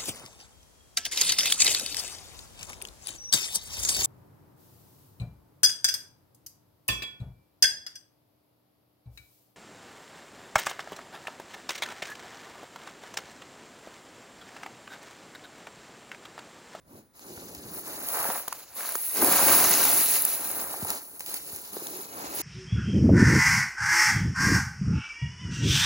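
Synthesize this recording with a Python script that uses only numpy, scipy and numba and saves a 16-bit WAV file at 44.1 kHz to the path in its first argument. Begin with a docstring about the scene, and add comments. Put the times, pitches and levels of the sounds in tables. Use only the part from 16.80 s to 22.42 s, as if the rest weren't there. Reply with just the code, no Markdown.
"""Dry leaves on a forest floor: someone wades up to a camera on the ground, scoops an armful, carries it off.
The litter is thousands of tiny fractures and rubs, each a short ringing grain, swelling with every shove.
Single leaves buckle, twigs snap, stalks ping and the damp mat rubs hollowly under hands and feet.
Footfalls and a falling clod add dull thuds, and faint woodland air lies under it all."""
import sys
import numpy as np
from scipy.fft import rfft, irfft, next_fast_len
from scipy.io import wavfile
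from scipy.ndimage import map_coordinates
from numba import njit

SR = 44100
rng = np.random.default_rng(int(sys.argv[2]) if len(sys.argv) > 2 else 0)


def transcribe(u):
    """Save the signal u as a 16-bit wav file named by the first command-line argument.

    u: samples, shape (n,) or (channels, n), limited to [-1, 1]; the rate is SR.
    q: integer samples, one column per channel.
    """
    v = np.clip(np.atleast_2d(u).T, -1, 1)
    q = np.round(v * 32767).astype(np.int16)
    wavfile.write(sys.argv[1], SR, q)


N = 247748

# Shoves of a foot, a hand or falling debris; mat, crunch and crackle are relative to the level:
# start_s, rise_s, hold_s, level_db, mat_db, crunch_db, crackle_db
SHOVES = [(.04, .13, 0.012, -57.5, 5, 0, -4), (.33, 0.04, .055, -57, -8, -4, -2.5),
          (.39, 0.092, .41, -50, 1, -6.5, -1.5), (.83, .15, 0.015, -39.5, -8, -7.5, -9.5),
          (.99, .11, .14, -41.5, -7, -4, -3.5), (1.18, .13, .27, -32.5, -21, -8.5, -11),
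          (1.325, 0.024, 0.15, -38, -12, 2, -5.5), (1.59, 0.058, 0.17, -48, -14, -6.5, -4),
          (1.78, 0.13, .081, -53, -15, -5.5, -2.5), (1.94, 0.046, 0.14, -34.5, -20.5, -9, -8.5),
          (2.11, 0.049, 0.29, -32, -31, -21, -15), (2.35, 0.019, 0.019, -34.5, -19, -1.5, -10),
          (2.405, .013, 0.1, -23.5, -25.5, -9.5, -11), (2.65, 0.031, 0.038, -23, -10.5, -4.5, -8),
          (3.31, 0.031, .2, -28, -24, -16.5, -10), (3.48, 0.14, 0.21, -33, -16.5, -11, -10.5),
          (3.74, 0.028, 0.11, -38, -16, -4, -20), (3.84, 0.071, 0.26, -37, -13.5, -8.5, -9),
          (4.05, 0.048, 0.013, -38.5, -4.5, 0, -2.5), (4.19, 0.03, 0.15, -46, -15, -13, -12),
          (4.39, 0.015, 0.037, -43, -17.5, -13, -7.5), (4.452, 0.022, 0.1, -37.5, -15.5, -14, -5.5),
          (4.54, 0.14, 0.11, -41, -10.5, -13.5, -7), (4.8, 0.022, .09, -44.5, -11.5, -10, -5.5),
          (4.915, 0.018, 0.3, -40.5, -8.5, -8, -5.5), (5.21, .2, .25, -43, -2, 0, -2),
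          (5.49, .13, .055, -31.5, -12, -10, -5.5)]
# Both arms press the pile together, then lift its weight off the ground:
# time_s, level_db, mat_db, crunch_db, crackle_db
ARMFUL = [(2.39, -29.5, -8, -11.5, -5), (2.438, -33.5, 1.5, -9, -10), (2.526, -23.5, -12, -5, -6.5),
          (2.768, -19.5, -16.5, -10.5, -9), (2.956, -22.5, -14, -8.5, -5.5),
          (3.204, -20.5, -24, -16, -12.5), (3.272, -25.5, -22.5, -18.5, -8.5),
          (3.36, -21.5, -28, -18, -10.5)]
# Weight reaching the soil, as rumble relative to the mat: time_s, rumble_db
SOIL_WEIGHT = [(0, -4), (1.5, -7), (2.1, -39), (2.45, -15.5), (3.2, -7), (4.1, -11.5), (4.75, -20),
               (5.1, -12)]
# Tone colours of the litter layers, low to high: frequency_hz, level_db
SOIL_COLOUR = [(25, -71), (55, -4), (125, -6), (170, -5), (260, -6), (400, -21)]
MAT_COLOUR = [(90, -13), (190, -7), (290, 0.5), (385, 0), (520, -5), (1200, -20.5)]
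CRUNCH_COLOUR = [(200, -29), (400, -6.5), (550, 2), (830, 3.5), (1120, 1), (1380, 0), (1750, -4),
                 (2400, -10.5), (3100, -23), (4500, -12.5)]
CRACKLE_COLOUR = [(1500, -4), (2400, -3), (2850, -3), (3250, -8.5), (4100, 0.5), (5300, -2), (7000, 1),
                  (8000, -3.5), (9500, -107)]
SIZZLE_COLOUR = [(6000, -17), (7700, -13.5), (8200, -10), (10000, 2.5), (12200, 0), (14000, 1.5),
                 (15600, 2.5), (17000, 12.5)]
# Single leaves buckling under a foot or a hand: start_s, level_db, pitch_hz
LEAF_BUCKLES = [(1.358, -21, 1310), (1.443, -18, 1400), (1.4535, -16.5, 870), (1.502, -13.5, 780),
                (1.554, -15.5, 1210), (1.6792, -19.5, 1110), (1.7251, -15.5, 996), (2.007, -17.5, 1530),
                (2.0503, -19.5, 1250), (2.090, -19.5, 1510), (2.1527, -16.5, 1120), (2.4222, -12, 830),
                (4.050, -22, 805), (4.968, -33, 680)]
# Twigs breaking, the knock relative to the level: start_s, level_db, knock_db, brightness_db_per_octave
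TWIG_SNAPS = [(0.3935, -34.5, -14, 0), (0.5763, -33.5, 2.5, -6), (0.749, -26, -24, 3.5),
              (1.2863, -14.5, -29, 6), (1.679, -19, -10, 3.5), (1.6815, -14, -8.5, 10),
              (1.7272, -17, -17, 5.5), (2.0912, -15, -16, 15), (2.1215, -17, -19, 15),
              (2.1548, -12, -12, 12), (2.4207, -7, -22, 24), (2.4453, -4, -10, 25), (2.5095, -12, -23, 15),
              (2.6515, -9, -22, 20), (2.7015, -13, -16, 20), (2.8405, -6, -22, 20), (2.9327, -7, -31, 7),
              (3.052, -4.5, -26, 8), (3.197, -15, -24, 26), (3.3282, -17, -26, 19), (3.4210, -6, -28, 29),
              (3.4510, -3, -31, 30), (3.714, -15, -27, 24), (4.1033, -8.5, -19, 1.5),
              (4.3945, -23, -22, 14), (4.4062, -19.5, -17, 4), (4.4616, -21, -26, 5),
              (4.5415, -14.5, -12, 7), (4.048, -16, -13, 15), (4.761, -20, -22, 11), (4.9305, -29, -14, 17),
              (5.0689, -18.5, -30, 1.5)]
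# Tone colours of a woody knock and a splintering crack: frequency_hz, level_db
KNOCK_COLOUR = [(30, -55), (100, -12), (400, 0), (950, 8), (1600, -9), (2800, -24), (6000, -71)]
CRACK_COLOUR = [(500, 1.8), (2200, 7.9), (3200, 3.8), (4200, 1.9), (7000, 0.79), (10000, 3.7)]
# Thin dry stalks springing free: start_s, peak_db, pitch_hz
STALK_PINGS = [(2.1536, -24, 6670), (2.9375, -15, 6700)]
# The damp mat rubbing under hands and receding steps: start_s, length_s, level_db, pitch_hz
MAT_RUBS = [(2.424, 0.038, -30, 303), (2.441, 0.06, -36.5, 334), (5.043, 0.22, -48, 378),
            (5.564, 0.092, -45, 325)]
# Soft blows on the ground and on buried sticks: start_s, level_db, pitch_hz
GROUND_THUDS = [(0.775, -37.5, 75), (1.49, -23.5, 223), (2.155, -25.5, 380), (2.422, -16, 340),
                (2.428, -12.5, 264), (2.444, -19, 294), (3.941, -15.5, 784), (4.026, -21.5, 200),
                (4.031, -25, 90), (4.732, -36.5, 82), (4.968, -16.5, 400), (5.021, -25, 346)]
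# Tone colour of the woodland air: frequency_hz, level_db
AIR_COLOUR = [(15, -36), (25, -6), (93, -9.5), (1850, -29.5), (2850, -41), (3530, -36), (7910, -40),
              (8580, -45), (9300, -29), (15500, -46)]
# Where the litter moves, as a delay between the two microphone ports: time_s, left_lag_ms
STEREO_PATH = [(0, 0.26), (1.2, 0.14), (1.9, 0.035), (2.4, -0.044), (3.1, 0.011), (3.6, 0.038), (4.1, 0.19),
               (4.6, 0.14), (5.6, 0.35)]
# Leaves lie all around, so their phases differ between the ports: frequency_hz, scatter_rad
PHASE_SCATTER = [(50, .55), (120, .4), (280, .08), (550, .46), (1500, .3), (2600, .5), (3500, 1.1),
                 (5600, 1.4), (6800, .9), (8300, .2), (10000, .65), (12300, .6), (13450, .3), (15000, .65)]
# In the treble the camera body sets the phase between the ports: frequency_hz, left_lead_rad
BODY_PHASE = [(0, 0), (6200, 0), (7300, -1.4), (8400, -3.14), (11000, -6.28), (13450, -9.42),
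              (15700, -12.57), (17000, -14)]


def leaf_litter(mat_db, crunch_db, crackle_db, sizzle_db):
    """Soil rumbles, the damp mat rubs, whole leaves crunch, stalks crackle and brittle edges sizzle."""
    rumble_db, = curves(SOIL_WEIGHT)
    # a few stirred leaves crinkle one by one; a whole armful blends into an even rush
    sparse = np.interp(sizzle_db, [-45, -24], [1.05, 0.56])
    soil = grains(SOIL_COLOUR, sparse, t60_s=0.29, spread_db=1, clump_db=4, per_s=900)
    mat = grains(MAT_COLOUR, sparse, t60_s=0.053, spread_db=2, clump_db=1.4, per_s=2500)
    crunch = grains(CRUNCH_COLOUR, sparse, t60_s=0.0069, spread_db=1, clump_db=1.5, per_s=5000)
    crackle = grains(CRACKLE_COLOUR, sparse, t60_s=0.0074, spread_db=2.5, clump_db=1.5, per_s=8000)
    edges = grains(SIZZLE_COLOUR, sparse, t60_s=0.004, spread_db=3, clump_db=1.5, per_s=14000)
    # single leaf ribs crack and stand a little out of the sizzle
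    ribs = grains(SIZZLE_COLOUR, sparse, t60_s=0.004, spread_db=3, clump_db=1, per_s=400)
    lows = amp(mat_db + rumble_db) * soil + amp(mat_db - 0.3) * mat
    mids = amp(crunch_db - 0.31) * crunch + amp(crackle_db) * crackle
    highs = amp(sizzle_db + 4) * (edges + ribs / 2)
    return lows + mids + highs


def shove_levels(scoop_rise_s=0.071, settle_t60_s=0.27):
    """Each push builds, holds and settles; summed, they give mat, crunch, crackle and sizzle in dB."""
    t = np.arange(N) / SR
    grab_s, end_s = ARMFUL[0][0], ARMFUL[-1][0]
    scoop = (grab_s - scoop_rise_s, scoop_rise_s, end_s - grab_s, *curves(ARMFUL))
    power = np.full((4, N), 1e-12)
    for start_s, rise_s, hold_s, level_db, mat_db, crunch_db, crackle_db in [*SHOVES, scoop]:
        age = t - start_s
        attack = np.clip(age / rise_s, 0, 1)
        release = amp(-60 * np.maximum(age - rise_s - hold_s, 0) / settle_t60_s)
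        for layer, share_db in enumerate([mat_db, crunch_db, crackle_db, 0]):
            power[layer] += (amp(level_db + share_db) * attack * release) ** 2
    return 10 * np.log10(power)


def grains(colour, sparse, t60_s, spread_db, clump_db, per_s):
    """Stereo litter texture of rms 1: tiny fractures, each ringing briefly at its own pitch."""
    total = int(per_s * N / SR)
    when, pitch, turn = rng.random((total, 3)).T
    size, place, life = np.clip(rng.standard_normal((total, 3)), -2.6, 2.6).T
    starts = (when * N).astype(np.int64)
    hz = colour[0][0] + pitch * (colour[-1][0] - colour[0][0])
    ring_samples = t60_s * SR * np.exp(life / 2)
    poles = np.exp(2j * np.pi * hz / SR - np.log(1000) / ring_samples)
    # one leaf gives way in a short run of fractures, and whole bunches give way together
    clumps = clump_db * (0.13 * wobble(per_s=330) + 0.92 * wobble(per_s=60) + 0.37 * wobble(per_s=16))
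    strength = amp(sparse[starts] * clumps[starts] + spread_db * size) / np.sqrt(ring_samples)
    left_lead = port_phase(starts / SR, hz) + along(PHASE_SCATTER, hz) * place
    phases = 2 * np.pi * turn + np.array([left_lead, -left_lead]) / 2
    texture = ring(starts, poles, strength * np.exp(1j * phases), ring_samples.astype(np.int64), N)
    return unit(coloured(texture, colour))


def leaf_buckles(folds=4, gap_s=0.002275, loss_db=7, detune_spread=0.25, ring_cycles=8.2, rise_s=0.00053):
    """A whole leaf buckles with one dull pop, and a run of weaker folds follows at nearby pitches."""
    out, t = np.zeros((2, N)), np.arange(SR // 40) / SR
    fold = np.arange(folds)[:, None]
    for start_s, level_db, hz in LEAF_BUCKLES:
        jitter, detune, size = rng.standard_normal((folds, 3)).T[..., None] * (fold > 0)
        age = np.maximum(t - gap_s * (fold + jitter / 3), 0)
        fold_hz = hz * np.exp(detune_spread * detune)
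        attack = 1 - np.exp(-age / rise_s)
        decay = amp(2 * size - loss_db * fold - 60 * age * fold_hz / ring_cycles)
        pops = np.sin(2 * np.pi * fold_hz * age) * attack * decay
        add(out, start_s, amp(level_db - 0.5) * pressure(pops.sum(0), hz))
    return out


def twig_snaps():
    """A twig bends with a woody knock, breaks with a very short crack, and shakes the leaves around it."""
    out = np.zeros((2, N))
    for start_s, level_db, knock_db, brightness in TWIG_SNAPS:
        colour = [(hz, db + brightness * np.log2(hz)) for hz, db in CRACK_COLOUR]
        knock = burst(start_s, KNOCK_COLOUR, t60_s=0.036)
        crack = burst(start_s, colour, t60_s=0.011)
        shake = burst(start_s, colour, t60_s=0.045)
        add(out, start_s - 0.0012, amp(level_db + knock_db - 8) * knock)
        add(out, start_s, amp(level_db + 2) * crack + amp(level_db - 14) * shake)
    return out


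def stalk_pings(t60_s=0.013, rise_s=0.00073, split=0.035):
    """A stalk springs free and rings for a moment in two bending modes, just above and below its pitch."""
    out, t = np.zeros((2, N)), np.arange(SR // 20) / SR
    envelope = amp(-60 * t / t60_s) * (1 - np.exp(-t / rise_s))
    for start_s, peak_db, hz in STALK_PINGS:
        modes = sum(np.sin(2 * np.pi * (hz * (1 + side * split) * t + rng.random())) for side in (-1, 1))
        ping = modes * envelope
        add(out, start_s, amp(peak_db) * ping / np.abs(ping).max())
    return out


def mat_rubs(width_hz=90):
    """A pad of damp leaves sticks and slips under pressure and rings in one narrow, hollow resonance."""
    out, t = np.zeros(N), np.arange(N) / SR
    for start_s, length_s, level_db, hz in MAT_RUBS:
        band = lambda f: 1j * f * width_hz / (hz ** 2 - f ** 2 + 1j * f * width_hz)
        hollow = unit(filtered(rng.standard_normal(N), lambda f: band(f) ** 2))
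        progress = np.clip((t - start_s) / length_s, 0, 1)
        swell = np.sqrt(np.abs(np.sin(np.pi * progress)))
        out += amp(level_db) * hollow * swell
    return out


def ground_thuds(t60_at_100_hz_s=0.063, rise_s=0.00051):
    """Cushioned blows: a few cycles of one low pitch, roughened by the leaves in between."""
    out, t = np.zeros((2, N)), np.arange(SR // 5) / SR
    for start_s, level_db, hz in GROUND_THUDS:
        t60_s = t60_at_100_hz_s * (100 / hz) ** 0.9  # higher blows die sooner
        motion = np.sin(2 * np.pi * hz * t) * amp(-60 * t / t60_s) * (1 - np.exp(-t / rise_s))
        add(out, start_s, amp(level_db - 3.5) * pressure(motion, hz))
        add(out, start_s, amp(level_db - 40) * burst(start_s, KNOCK_COLOUR, t60_s=0.018))
    return out


def woodland_air(level_db=-64):
    """A faint, steady bed of hush, half centred and half wide."""
    hush = rng.standard_normal(N) + rng.standard_normal((2, N))
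    return amp(level_db) * unit(coloured(hush, AIR_COLOUR))


def burst(time_s, colour, t60_s):
    """A dying puff of noise with peak 1, placed in stereo where the litter is moving."""
    t = np.arange(SR // 10) / SR
    noise = coloured(rng.standard_normal(len(t)), colour)
    puff = np.pad(noise * amp(-60 * t / t60_s), (16, 0))  # room for one side to arrive early
    pair = filtered(puff, lambda hz: phase_pair(port_phase(time_s, hz)))
    return pair / np.abs(pair).max()


def port_phase(time_s, hz):
    """Left lead in radians from the path difference; zero in the treble, where the body takes over."""
    lag_s = np.interp(time_s, *np.transpose(STEREO_PATH)) / 1000
    return -2 * np.pi * hz * lag_s * (hz < BODY_PHASE[1][0])


def phase_pair(left_lead):
    """Left and right responses that share a phase difference equally."""
    return np.exp(0.5j * left_lead * np.array([[1], [-1]]))


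def pressure(motion, hz):
    """Sound pressure follows the change of motion; the gain is about 1 at hz."""
    return np.gradient(motion) * SR / (2 * np.pi * hz)


@njit
def ring(starts, poles, strengths, lengths, n):
    """Sum of damped sines, one for each grain, in two channels."""
    out = np.zeros((2, n))
    for grain in range(len(starts)):
        phasor = 1 + 0j
        for i in range(starts[grain], min(n, starts[grain] + lengths[grain])):
            out[0, i] += (phasor * strengths[0, grain]).imag
            out[1, i] += (phasor * strengths[1, grain]).imag
            phasor *= poles[grain]
    return out


def amp(db):
    """Decibels to gain."""
    return 10 ** (np.asarray(db) / 20)


def unit(x):
    """Scale to rms 1."""
    return x / np.sqrt(np.mean(x ** 2) + 1e-20)


def along(points, hz):
    """Read (frequency_hz, value) points on a log axis."""
    knots_hz, values = np.transpose(points)
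    return np.interp(np.log(hz + 1), np.log(knots_hz + 1), values)


def curves(rows):
    """An automation curve for each column after the time."""
    times_s, *columns = np.transpose(rows)
    return [np.interp(np.arange(N) / SR, times_s, column) for column in columns]


def wobble(per_s):
    """A smooth random curve with per_s knots a second."""
    knots = rng.standard_normal(int(N * per_s / SR) + 4)
    return map_coordinates(knots, [np.arange(N) * per_s / SR], order=2)


def filtered(x, response):
    """Filter x by a function of frequency."""
    n = x.shape[-1]
    padded = next_fast_len(n + 4096)
    return irfft(rfft(x, padded) * response(np.fft.rfftfreq(padded, 1 / SR)), padded)[..., :n]


def coloured(x, colour):
    """EQ x with (frequency_hz, level_db) points."""
    return filtered(x, lambda hz: amp(along(colour, hz)))


def add(out, start_s, sound):
    """Mix a sound in at start_s."""
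    part = out[:, round(start_s * SR):][:, :sound.shape[-1]]
    part += sound[..., :part.shape[-1]]


def scene():
    """The stereo mix: rustling leaves, low blows and air, with sharp snaps and pings on top."""
    leaves = leaf_litter(*shove_levels()) + leaf_buckles() + mat_rubs()
    return leaves + ground_thuds() + woodland_air() + twig_snaps() + stalk_pings()


def record(dry):
    """The camera cuts the deep bass and the very top, and its body turns the phase between the ports."""
    bottom_hz, top_hz = 44, 15850
    low_cut = lambda hz: (1j * hz / (bottom_hz + 1j * hz)) ** 2
    body_turn = lambda hz: phase_pair(np.interp(hz, *np.transpose(BODY_PHASE)))
    return filtered(dry, lambda hz: low_cut(hz) * body_turn(hz) * (hz < top_hz))


dry = scene()
out = record(dry)
transcribe(out)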